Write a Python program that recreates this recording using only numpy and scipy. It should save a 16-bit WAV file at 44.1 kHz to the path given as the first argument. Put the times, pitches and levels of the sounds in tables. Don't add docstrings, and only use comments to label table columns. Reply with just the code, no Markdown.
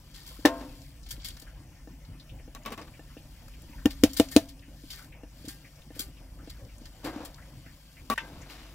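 import sys
import numpy as np
from scipy import signal
from scipy.fft import rfft, irfft
from scipy.io import wavfile
from scipy.ndimage import uniform_filter1d

SR = 44100
rng = np.random.default_rng(int(sys.argv[2]) if len(sys.argv) > 2 else 0)


def gain_from_decibels(decibels):
    exponent = np.asarray(decibels, float) / 20
    return 10 ** exponent


def output_pcm(signal):
    pcm = np.clip(np.atleast_2d(signal).T, -1, 1) * 32767
    wavfile.write(sys.argv[1], SR, np.round(pcm).astype(np.int16))


N = 385434


def evened(x):
    return x / np.sqrt(np.mean(x ** 2) + 1e-20)


def read(points, hz, axis=1):
    columns = np.transpose(points)
    return np.interp(np.log(hz + 1), np.log(columns[0] + 1), columns[axis])


def level(rows):
    s, db = np.transpose(rows)
    return gain_from_decibels(np.interp(np.arange(N) / SR, s, db, -200, -200))


def add(mix, s, sound):
    part = mix[round(s * SR):][:len(sound)]
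    part += sound[:len(part)]


def band(x, lo_hz, hi_hz):
    return signal.sosfilt(signal.butter(2, [lo_hz, hi_hz], "band", fs=SR, output="sos"), x)


def colour(x, points):
    gain = gain_from_decibels(read(points, np.fft.rfftfreq(x.shape[-1], 1 / SR)))
    return irfft(rfft(x) * gain, x.shape[-1])


def causal(x, points):
    cepstrum = irfft(np.log(gain_from_decibels(read(points, np.fft.rfftfreq(8192, 1 / SR)))))
    cepstrum[1:4096] *= 2
    cepstrum[4097:] = 0
    response = irfft(np.exp(rfft(cepstrum)))[:4096]
    return signal.oaconvolve(x, response)[:N]


def grit(per_s, spread_db):
    size = gain_from_decibels(spread_db * np.minimum(rng.exponential(1, (2, N)), 4))
    size = size * rng.choice([-1, 1], (2, N))
    return evened(size * (rng.random((2, N)) < per_s / SR))


def through(x, response):
    return signal.oaconvolve(x, response[None], axes=1)[:, :N]


def ring(modes, length=.6):
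    t = np.arange(round(length * SR)) / SR
    return -sum(gain_from_decibels(db - 60 * t / t60) * np.sin(2 * np.pi * hz * t) for hz, db, t60 in modes)


def strike(modes, db, crack_db, contact_ms, clatter_db=-22, clatter_t60=0.08, give=1 / 500,
           clatter_hz=(350, 1700), split=0):
    spot = rng.standard_normal((60, 2))
    if split:
        modes = modes + [(hz * (1 + split), db - 12, t60 * .7) for hz, db, t60 in modes]
    modes = [(hz * (1 + give * a), db + b, t60) for (hz, db, t60), (a, b) in zip(modes, spot)]
    push = np.hanning(int(max(contact_ms, .1) * SR / 1000) + 3)
    body = np.convolve(ring(modes), push)[:26000]
    body = signal.sosfilt(signal.butter(2, 55, "high", fs=SR, output="sos"), body)
    t, noise = np.arange(26000) / SR, rng.standard_normal(26000)
    crack = band(noise, 1500, 6150) + gain_from_decibels(-4.5) * band(noise, 2010, 15120)
    crack *= (gain_from_decibels(15 - 60 * t / 0.0053) + gain_from_decibels(-3.5 - 60 * t / 0.009) + gain_from_decibels(-12 - 60 * t / 0.12)) / 2
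    crack *= 1 - np.exp(-t * 1000 / .6)
    clatter = evened(band(noise, *clatter_hz)) * gain_from_decibels(clatter_db - 60 * t / clatter_t60)
    clatter *= 1 - np.exp(-t * 1500)
    return gain_from_decibels(db) * (body / abs(body).max() + gain_from_decibels(crack_db) * crack + clatter)


# f/Hz, level/dB, t60/s
JUG_MODES = [(94.1, -10.5, 0.026), (227, -46, 0.05), (300, 9.5, 0.05), (270, -29, 0.63),
             (427, -20.5, 0.023), (489, 5, 0.03), (658, -8.5, 0.11), (795, -4, 0.045), (430, -2.5, 0.0093),
             (1774, 4, 0.08), (2170, -19, .08), (2760, 19, 0.056)]
PALM_MUFFLE_DB = -10
_hz, _db, _t60 = JUG_MODES[7]
PALMED_JUG = JUG_MODES[:7] + [(_hz, _db + PALM_MUFFLE_DB, _t60)] + JUG_MODES[8:]


def jug_thud(out, modes, s, db, crack_db, contact_ms):
    add(out, s, strike(modes, db, crack_db, contact_ms, give=0.0039,
                       clatter_db=-17 - 3.5 * contact_ms, clatter_hz=(380, 750)))


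# f/Hz, level/dB, t60/s
POT_MODES = [(260, -11, .85), (285, -12, 1.2), (302, -12, .65), (450, -8, .08), (517, -10, .5),
             (598, -3, .22), (673, -5, .45), (915, -11, .55), (1001, -14, .38), (1061, -8, .5),
             (1350, -19, .3), (1520, -16, .3), (1604, -16, .48), (1760, -9, .12), (1830, -2, .12),
             (2000, -11, .16), (2105, -4, .12), (2170, -10, .14), (2460, -12, .12), (2724, -20, .3),
             (3063, -22, .4), (390, -15, .4), (800, -17, .3), (1190, -17, .34), (1430, -20, .3)]
# f/Hz, level/dB, t60/s
WALL_MODES = [(798, 1, 0.08), (1123, -6.5, 0.012), (1434, 2, 0.024), (1600, -7, 0.058), (1820, 4, 0.058),
              (2510, -14, 0.16), (3070, 8, 0.022), (3750, -30, 0.022), (4240, -19, .05), (2900, 14, 0.014),
              (4800, 4, .03), (6020, 0, 0.013)]
# t/s, peak level/dB, crack level/dB re peak, contact/ms, finger snap level/dB re peak
SLAPS = [
    (3.857, -7, -14, 2.85, -9),
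    (4.0364, -2.5, -6.5, 1.87, -15),
    (4.1987, -5, -7, 1.2, -9.5),
    (4.3636, -1, -7.5, 1, -13),
]
PALM_LEAD = .3
LEAD_IN_S, LEAD_IN_DB = 0.0046, -23.5


def slaps(out):
    for s, db, crack_db, contact_ms, snap_db in SLAPS:
        jug_thud(out, PALMED_JUG, s - contact_ms * PALM_LEAD / 1000, db, -60, contact_ms)
        jug_thud(out, PALMED_JUG[:7], s - LEAD_IN_S, db + LEAD_IN_DB, -60, 3)
        add(out, s, strike(WALL_MODES, db + snap_db, crack_db - snap_db, 0.13, give=0.007))
        add(out, s, strike(POT_MODES[:7], db - 33, -40, contact_ms + .6, split=.04,
                           clatter_db=-10, clatter_t60=.2))


# t/s, ring level/dB, crack level/dB re ring, contact/ms, jug thud level/dB re ring
BANGS = [
    (0.4518, -13.5, -9, 0.3, 6.5),
    (0.4546, -32, 14, 1, 18),
    (0.4578, -37, 23, 0.75, 25),
    (.613, -36.5, -10, 0.72, -18),
]
RIM_LIFT_DB = 6
RIM_DAMPING = 0.8


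def bangs(out):
    jug_thud(out, PALMED_JUG[:7], BANGS[0][0] - LEAD_IN_S, BANGS[0][1] - 14, -60, 3)
    lift_above_hz = JUG_MODES[3][0]
    lip = [(hz, db + RIM_LIFT_DB * (hz > lift_above_hz), t60 * RIM_DAMPING) for hz, db, t60 in PALMED_JUG[:10]]
    for s, db, crack_db, contact_ms, thud_db in BANGS:
        add(out, s, strike(POT_MODES, db, crack_db, contact_ms, clatter_db=-27, clatter_t60=.4,
                           clatter_hz=(320, 1500), split=.02))
        add(out, s, strike(lip, db + thud_db, -58, contact_ms, clatter_db=-11, clatter_hz=(400, 800)))


# t/s, peak level/dB, contact/ms
TAPS = [(0.39, -38, 2.1), (1.178, -43, 2.8), (1.425, -46, 0.64), (1.874, -39, 0.72), (2.399, -46, 0.59),
        (2.478, -41, 0.85), (2.7155, -35, 1.8), (2.812, -44, 2), (2.994, -39.5, 0.61), (3.168, -36.5, 0.84),
        (3.695, -38.5, 3.9), (4.68, -41, 3.7), (4.837, -39, 2.4), (5.234, -36.5, 0.85), (5.444, -38, 2.3),
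        (5.477, -32.5, 2.9), (5.905, -39, 0.74), (5.965, -41, 1.05), (5.997, -36, 2.7), (6.429, -46, 0.86),
        (6.475, -37, 0.87), (6.814, -43, 3.2), (7.044, -34, 0.77), (7.0507, -31, 1), (7.123, -42.5, 1.5),
        (7.1609, -29, 2.7), (7.204, -36, 1.3), (7.23, -43.5, 1.8), (7.664, -46, 0.5)]


def taps(out):
    for s, db, contact_ms in TAPS:
        jug_thud(out, JUG_MODES, s, db, -19, contact_ms)


# f/Hz, level/dB, t60/s
LATCH_MODES = [(228, -4, .17), (262, -12, .4), (420, -15, .15), (800, -15, .15), (641, -11, .11),
               (1125, 3, .36), (1185, -12, .12), (1857, -14, .15), (2509, -22, .15), (3074, -20, .1),
               (4172, -16, .04)]
# t/s, peak level/dB, crack level/dB re peak, contact/ms, time until a hand damps it/s
CLACKS = [
    (2.549, -42, 8.5, 0.13, 0.029),
    (2.651, -46, -3, .5, .02),
    (2.66, -30, -1, 0.5, 0.03),
    (2.7045, -44, 0, .5, .02),
    (2.72, -33, -8, 1, 0.031),
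    (2.777, -39, -2, 0.3, 0.035),
    (2.815, -46, 0, 0.5, 0.02),
    (2.876, -50, -5, 0.34, 0.012),
    (8.1, -18, -5, 0.32, 0.042),
]
CLATTER_DB, LOOSER_PER_DB = -14.5, 0.308
BUZZ_DB, BUZZ_T60 = -23, .35


def clacks(out):
    hardest_db = CLACKS[-1][1]
    for s, db, crack_db, contact_ms, held in CLACKS:
        clatter_db = CLATTER_DB + LOOSER_PER_DB * (hardest_db - db)
        clack = strike(LATCH_MODES, db, crack_db, contact_ms, clatter_db=clatter_db, clatter_t60=0.21,
                       give=1 / 300, clatter_hz=(330, 2600), split=0.037)
        t = np.arange(len(clack)) / SR
        buzz = band(rng.standard_normal(len(clack)), 3000, 15500)
        clack = clack + buzz * gain_from_decibels(db + BUZZ_DB - 60 * t / BUZZ_T60)
        add(out, s, clack * np.clip((held - t) / .002, 0, 1))


# f/Hz, level/dB, t60/s
SPOON_MODES = [(915, -19, .35), (1001, -21, .3), (1190, -22, .2), (1556, -19, .3), (1599, -17, .32),
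               (1800, 2, .045), (1900, -2, .04), (2046, -16, .2), (2175, -9, .1), (2428, -10, .08),
               (2690, -14, .15), (3047, -13, .14), (3429, -18, .12)]
# t/s, peak level/dB, crack level/dB re peak, contact/ms
CLINKS = [
    (8.159, -45, 0, .3),
    (8.1775, -22, -11, .15),
    (8.1795, -19, -19, .2),
    (8.1828, -20, -19, .2),
]


def clinks(out):
    for s, db, crack_db, contact_ms in CLINKS:
        clink = strike(SPOON_MODES, db, crack_db, contact_ms, clatter_db=-22, clatter_t60=.12,
                       give=.003, clatter_hz=(1300, 3200), split=.03)
        add(out, s, band(clink, 700, 15000))


# f/Hz, level/dB
CARRY = [(40, -10.5), (85, -2.5), (150, -17.5), (215, 1.5), (600, 4.5), (1000, 2.5), (1500, 3)]


def knocks():
    out = np.zeros(N)
    for source in (slaps, bangs, taps, clacks, clinks):
        source(out)
    return causal(out, CARRY)


# t/s, peak level/dB, dull patter level/dB re peak, t60/s, fine hiss level/dB re peak
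SHAKES = [(0.1406, -47.5, -12, 0.49, -4), (0.263, -48, -14, 0.38, 1.5), (1.062, -45, -11, 0.05, -5),
          (1.0869, -46, -12, 0.071, 4), (1.1058, -35, -15.5, 0.11, 3.5), (1.244, -34, -18.5, 0.11, -1.5),
          (1.256, -34.5, -24, 0.077, -2), (1.284, -34, -25, 0.052, 1), (1.3, -38, -15, 0.054, -14),
          (1.367, -45.5, -3, 0.043, -1), (1.395, -49, -18, 0.049, 7), (1.4167, -46.5, -20, 0.068, 3.5),
          (2.719, -44, -11, 0.073, 4), (3.48, -53, 8, 0.024, 15), (3.9025, -38.5, -13, 0.12, -3),
          (4.093, -45.5, -16.5, 0.16, -2), (4.131, -44, -12.5, 0.089, 8), (4.165, -31.5, -14.5, 0.21, 0),
          (4.312, -43, -8, 0.22, 5), (4.4876, -43.5, -16, 0.086, -3), (4.901, -36.5, -15, 0.13, -5),
          (4.925, -39, -10.5, 0.13, -2.5), (5.02, -57, -5, 0.2, 6), (5.4494, -47, -14, 0.15, -2),
          (5.481, -42, -10, 0.21, 3.5), (5.9484, -61, 1.5, 0.37, 10), (5.9908, -33.5, -13, 0.14, 5.5),
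          (6.495, -37.5, -14.5, 0.079, -4.5), (6.8523, -41, -9.5, 0.073, -6.5),
          (7.042, -39.5, -4, 0.23, -2), (7.2484, -39.5, -14, 0.074, 3.5), (8.497, -47, -10, 0.3, -3.5)]
# f/Hz, level/dB per Hz
RICE_COLOUR = [(1760, -47), (3000, -3.5), (5160, -1), (6120, -6.5), (6810, -6.5), (10300, -4.5),
               (14200, -4.5), (16000, -15.5), (16500, -60)]
# t/s, level/dB
TRICKLE = [(0.0, -77), (0.34, -67.5), (0.85, -70), (1.0, -79.5), (2.6, -80), (2.92, -74.5), (3.7, -73),
           (4.4, -64.5), (4.55, -83.5), (4.99, -63.5), (5.15, -92), (5.4, -70), (6.1, -80.5), (6.8, -75),
           (7.74, -73.5), (8.32, -73), (8.74, -73)]
# f/Hz, level/dB, t60/s
SHELL_MODES = [(1600, 17, 0.021), (2183, 13.5, 0.011), (3260, 3.5, 0.048), (4500, 8.5, 0.016),
               (5140, -28, 0.0079), (7160, 12, 0.0043), (8470, -29, 0.0073)]
SHAKE_RISE_MS = 4
STRAGGLE_DB, STRAGGLE_T60 = -23, 0.77
GRAIN_RING_DB = 0


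def rice():
    bright, dull = level(TRICKLE) ** 2 * gain_from_decibels(24), np.zeros(N)
    fine = bright.copy()
    t = np.arange(SR // 2) / SR
    lead = np.arange(-SR // 20, 0) / SR
    for s, db, dull_db, t60, fine_db in SHAKES:
        burst = gain_from_decibels(2 * (db + 2.5 - 60 * t / t60)) * (1 - np.exp(-t * 1000 / SHAKE_RISE_MS)) ** 2
        stragglers = gain_from_decibels(2 * (db + STRAGGLE_DB - 60 * t / STRAGGLE_T60))
        add(bright, s, burst + stragglers)
        add(bright, s - 1 / 20, gain_from_decibels(2 * (db - 19.5 + 60 * lead / 0.57)))
        add(fine, s, burst * gain_from_decibels(2 * fine_db) + stragglers)
        add(dull, s, burst * gain_from_decibels(2 * dull_db))
    wall = evened(through(grit(1800, 4.5), ring(SHELL_MODES, 0.038)))
    ticks = evened(colour(grit(3500, 3.8), RICE_COLOUR)) + gain_from_decibels(6.5) * band(wall, 3150, 7000)
    ticks = evened(ticks)
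    patter = evened(band(grit(2400, 6), 1600, 3100)) + gain_from_decibels(11) * band(wall, 920, 2600)
    falls = grit(1100, 1.6) * np.sqrt(dull)
    rung = through(falls, ring(POT_MODES[10:], 0.15)) / np.linalg.norm(ring(POT_MODES[10:], .3))
    body = band(ticks, 540, 8200)
    out = body * np.sqrt(bright) + (ticks - body) * np.sqrt(fine)
    return out + evened(patter) * np.sqrt(dull) + gain_from_decibels(GRAIN_RING_DB) * rung


# t/s, peak level/dB, f/Hz
GRAINS = [(0.14, -47, 4850), (0.164, -40.5, 4280), (0.2568, -43, 3080), (0.268, -42, 6160),
          (0.8175, -41, 4540), (1.031, -44, 5440), (1.062, -43, 3400), (1.0869, -49, 3460),
          (1.1, -39, 5000), (1.111, -27, 5100), (1.1644, -44, 2730), (1.1994, -45, 3210),
          (1.2194, -41, 4260), (1.237, -53, 3920), (1.2446, -36, 3600), (1.286, -35, 8760),
          (1.3044, -38, 3250), (1.368, -38, 4270), (1.3976, -39, 5690), (1.4167, -50, 3260),
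          (2.2004, -49, 3970), (2.2922, -57, 2780), (2.6344, -44, 5590), (2.652, -39, 2890),
          (2.7043, -52, 2510), (2.7212, -50, 2520), (2.814, -53, 2570), (3.6206, -37, 9550),
          (3.7266, -57, 2290), (3.9083, -38, 2870), (4.0946, -41.5, 4380), (4.133, -30, 5100),
          (4.1704, -24, 6600), (4.2857, -45, 2000), (4.287, -33.5, 4740), (4.3126, -34.5, 9590),
          (4.4508, -61, 2730), (4.488, -40, 5270), (4.593, -45, 3660), (4.903, -34, 3070),
          (4.9294, -43, 5570), (4.9494, -38, 4720), (5.123, -50, 2380), (5.4834, -28, 6060),
          (5.8192, -46, 2910), (5.9484, -55, 2060), (5.9938, -25, 5160), (6.1674, -51, 2880),
          (6.497, -52, 3400), (6.649, -46, 4620), (6.782, -39.5, 7060), (6.856, -48, 5180),
          (7.0459, -38, 4830), (7.2489, -32, 7900), (7.3437, -37.5, 4540), (8.4995, -41, 2150)]
GRAIN_DB, GRAIN_CYCLES, GRAIN_CEILING_DB = -7.5, 130, -27


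def grains():
    out, t = np.zeros((2, N)), np.arange(1500) / SR
    for s, db, hz in GRAINS:
        fuzz = evened(band(rng.standard_normal((2, 1500)), hz * 0.82, hz * 1.44))
        tick = fuzz * gain_from_decibels(min(db, GRAIN_CEILING_DB) + GRAIN_DB - 60 * t * hz / GRAIN_CYCLES)
        for side in (0, 1):
            add(out[side], s, tick[side])
    return out


# t/s, hold/s, level/dB, rasp level/dB re level, t60/s
SCRAPES = [(0.45, .001, -22.5, -6, 0.098), (0.513, 0.1, -42, -23, 0.38), (0.593, 0.0044, -41.5, -9, 0.27),
           (2.646, 0.069, -40.5, -13, 0.11), (2.767, 0.0043, -37.5, -13, 0.33),
           (7.028, 0.03, -29, -17, 0.2), (7.118, 0.088, -36.5, -15.5, 0.36),
           (8.184, 0.0022, -58, 15, 0.067), (8.2, 0.013, -43.5, -9, 2.8), (8.479, 0.0045, -63, 15, 0.6),
           (8.538, 0.086, -54.5, 4, 0.55)]
SCRAPE_RISE_S = 0.024


def scrape():
    slips = grit(2200, 3)
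    hollow = evened(through(slips, ring(JUG_MODES[:7], 0.088)))
    low = evened(hollow + evened(band(slips, 190, 1330)))
    high = evened(band(slips, 610, 4100))
    low_power, high_power, t = np.zeros(N), np.zeros(N), np.arange(SR) / SR
    for s, hold, db, rasp_db, t60 in SCRAPES:
        release = np.maximum(t - SCRAPE_RISE_S - hold, 0)
        drag = (np.minimum(t / SCRAPE_RISE_S, 1) * gain_from_decibels(db - 60 * release / t60)) ** 2
        add(low_power, s, drag)
        add(high_power, s, drag * gain_from_decibels(2 * rasp_db))
    return low * np.sqrt(low_power) * gain_from_decibels(-6.5) + high * np.sqrt(high_power) * gain_from_decibels(-4)


# t/s, peak level/dB, f/Hz
POPS = [(0.841, -48, 2060), (1.032, -39, 5060), (1.108, -40, 1600), (1.11, -38, 3300), (1.247, -43.5, 1660),
        (1.25, -38, 3300), (1.4647, -39, 1610), (2.0474, -42.5, 4500), (2.197, -35.5, 4070),
        (2.293, -39, 3000), (2.386, -44.5, 2200), (2.621, -48, 2850), (2.663, -32, 2850),
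        (2.726, -49, 2550), (2.779, -42, 2550), (2.814, -36, 4600), (2.816, -51, 2570),
        (2.9373, -40.5, 2200), (3.098, -47, 1230), (3.172, -41, 3060), (3.535, -40.5, 2600),
        (3.683, -47.5, 1970), (3.7254, -41.5, 2240), (3.78, -40, 1570), (4.623, -43.5, 1940),
        (4.971, -39, 2000), (4.987, -37.5, 1400), (5.031, -62, 1320), (5.122, -37, 2130),
        (5.6438, -39, 2080), (5.755, -44, 5400), (5.8174, -51, 2930), (6.1692, -42.5, 2640),
        (6.387, -42.5, 1400), (6.6894, -43.5, 2330), (7.379, -39, 1600), (7.423, -43, 1920),
        (7.6594, -37.5, 1750), (7.9668, -37.5, 2170), (8.418, -39, 1980), (8.416, -33.5, 6300),
        (8.5, -45, 2100)]
# t/s, level/dB
SIMMER = [(0.0, -52), (0.34, -30), (0.85, -64), (1.58, -37), (1.9, -107), (2.48, -56), (2.72, -26),
          (2.9, -40), (3.5, -51), (3.75, -34), (4.3, -40), (4.45, -55), (5.1, -42.5), (5.65, -45),
          (5.94, -42), (6.4, -44), (7.38, -35.5), (8.74, -57)]
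POP_CYCLES = 410


def stew():
    out, t = np.zeros((2, N)), np.arange(3000) / SR
    for hz in np.geomspace(900, 4500, num=14):
        bubble = np.sin(2 * np.pi * hz * t * (1 + 3.7 * t))
        bubble *= gain_from_decibels(-60 * t * hz / 40) * (1 - np.exp(-t * 900))
        out += through(grit(25, 2.3), bubble) * hz ** -.4
    out = evened(out) * level(SIMMER) * gain_from_decibels(-30.5)
    for s, db, hz in POPS:
        fuzz = evened(band(rng.standard_normal((2, 3000)), hz * 0.84, hz * 1.19))
        pop = fuzz * gain_from_decibels(db - 13.5 - 60 * t * hz / POP_CYCLES) * (1 - np.exp(-t * 700))
        for side in (0, 1):
            add(out[side], s, pop[side])
    return out


def echoes(x):
    t = np.arange(5000) / SR
    tail = rng.standard_normal((3, 5000)) * gain_from_decibels(-60 * t / .045) * (t > .001)
    phase = np.arange(N) / SR * 9 + np.arange(3)[:, None] * np.pi / 3
    turn = np.cos(phase) * np.sqrt(2 / 3)
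    return signal.oaconvolve(x * turn, tail / np.linalg.norm(tail[0]), axes=1)[:, :N].sum(0)


# f/Hz, level/dB per Hz
AIR_COLOUR = [(12, 3.5), (20, -0.5), (62, -1.5), (156, -4.5), (206, -22.5), (265, -6), (428, -30),
              (506, -17.5), (1210, -29), (2970, -27.5), (3940, -41), (5360, -31.5), (5830, -32.5),
              (9000, -35), (15700, -38), (16300, -58.5)]
AIR_DB = -50
# f/Hz, width/Hz, level/dB
WHISTLES = [
    (1810, 60, -79),
    (5500, 250, -78),
    (6300, 120, -80),
]
# t/s, level/dB
RUMBLE = [(0.0, -77), (0.14, -47), (0.7, -47.5), (0.87, -44.5), (1.15, -41.5), (1.56, -43), (1.95, -53),
          (2.51, -45.5), (3.19, -47), (3.92, -38.5), (4.3, -43), (5.5, -68), (6.4, -42), (6.86, -50),
          (7.38, -49), (7.55, -84), (8.74, -57)]


def air():
    frames, bins = N // 256 + 5, np.fft.rfftfreq(1024, 1 / SR)
    a, b, patches = rng.standard_normal((3, 2, 513, frames))
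    small = evened(uniform_filter1d(uniform_filter1d(patches[0], 6, 0), 8, 1))
    large = evened(uniform_filter1d(uniform_filter1d(patches[1], 40, 0), 12, 1))
    spectra = (a + 1j * b) * gain_from_decibels(read(AIR_COLOUR, bins)[:, None] + 2.6 * small + 1.9 * large)
    hiss = signal.istft(spectra, nperseg=1024, noverlap=768)[1][:, :N]
    out = gain_from_decibels(AIR_DB) * evened(hiss)
    flicker = evened(uniform_filter1d(rng.standard_normal(N), 3000))
    puffs = grit(2800, 1.6) * gain_from_decibels(4.8 * flicker)
    for hz, width, db in WHISTLES:
        out += gain_from_decibels(db) * evened(band(puffs, hz - width / 2, hz + width / 2))
    boom = evened(band(rng.standard_normal((2, N)), 34, 58.4))
    return out + boom * level(RUMBLE) * gain_from_decibels(-5)


# multiple of the base, level/dB
ENGINE_ORDERS = [(2, -52.5), (3, -90), (4, -95), (5, -67.5), (6, -59), (7, -65), (8, -82), (9, -88)]
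ENGINE_HZ = 24.35


def engine():
    drift = evened(uniform_filter1d(uniform_filter1d(rng.standard_normal((9, N)), 6000), 6000))
    turns = np.cumsum(ENGINE_HZ * (1 + 0.007 * drift[-1])) / SR
    out = np.zeros(N)
    for (k, db), swell in zip(ENGINE_ORDERS, drift):
        out += gain_from_decibels(db + 2.3 * swell) * np.sin(2 * np.pi * (k * turns + rng.random()))
    return out


# f/Hz, likeness, lag/rad, level drop/dB
PORTS = [(60, .985, 0, .6), (500, .975, .15, 1.8), (1100, .92, .75, 2.5), (3000, .6, 0, 2.5),
         (3600, .6, 6, 4), (5500, .6, 12.5, 4), (7300, .6, 11, 3.5), (10300, .6, 22, 4), (15000, .5, 20, 9)]


def ports(near, other):
    hz = np.fft.rfftfreq(N, 1 / SR)
    same = np.clip(read(PORTS, hz), 0, 1)
    late = np.exp(-1j * read(PORTS, hz, axis=2))
    right = same * rfft(near) * late + np.sqrt(1 - same ** 2) * rfft(other)
    tilt = gain_from_decibels(read(PORTS, hz, axis=3) / 2)
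    return np.array([irfft(rfft(near) * tilt, N), irfft(right / tilt, N)])


ECHO_DB, ECHO_HZ = 0, 1700


def scene():
    hits = knocks()
    back = band(echoes(hits), ECHO_HZ, 21000)
    near, other = air() + rice() + grains() + stew() + scrape()
    return ports(near + hits + engine(), other + gain_from_decibels(ECHO_DB) * back)


# f/Hz, level/dB
BAND_EDGES = [(15, -14), (34, 0), (15800, 0), (16100, -24), (16800, -28), (17000, -80)]


def band_limit(x):
    return signal.sosfilt(signal.butter(12, 16800, fs=SR, output="sos"), x)


def record(dry):
    limited = np.clip(1.12 * np.tanh(dry / 1.2), -.9, .9)
    return band_limit(colour(limited, BAND_EDGES))


dry = scene()
out = record(dry)
output_pcm(out)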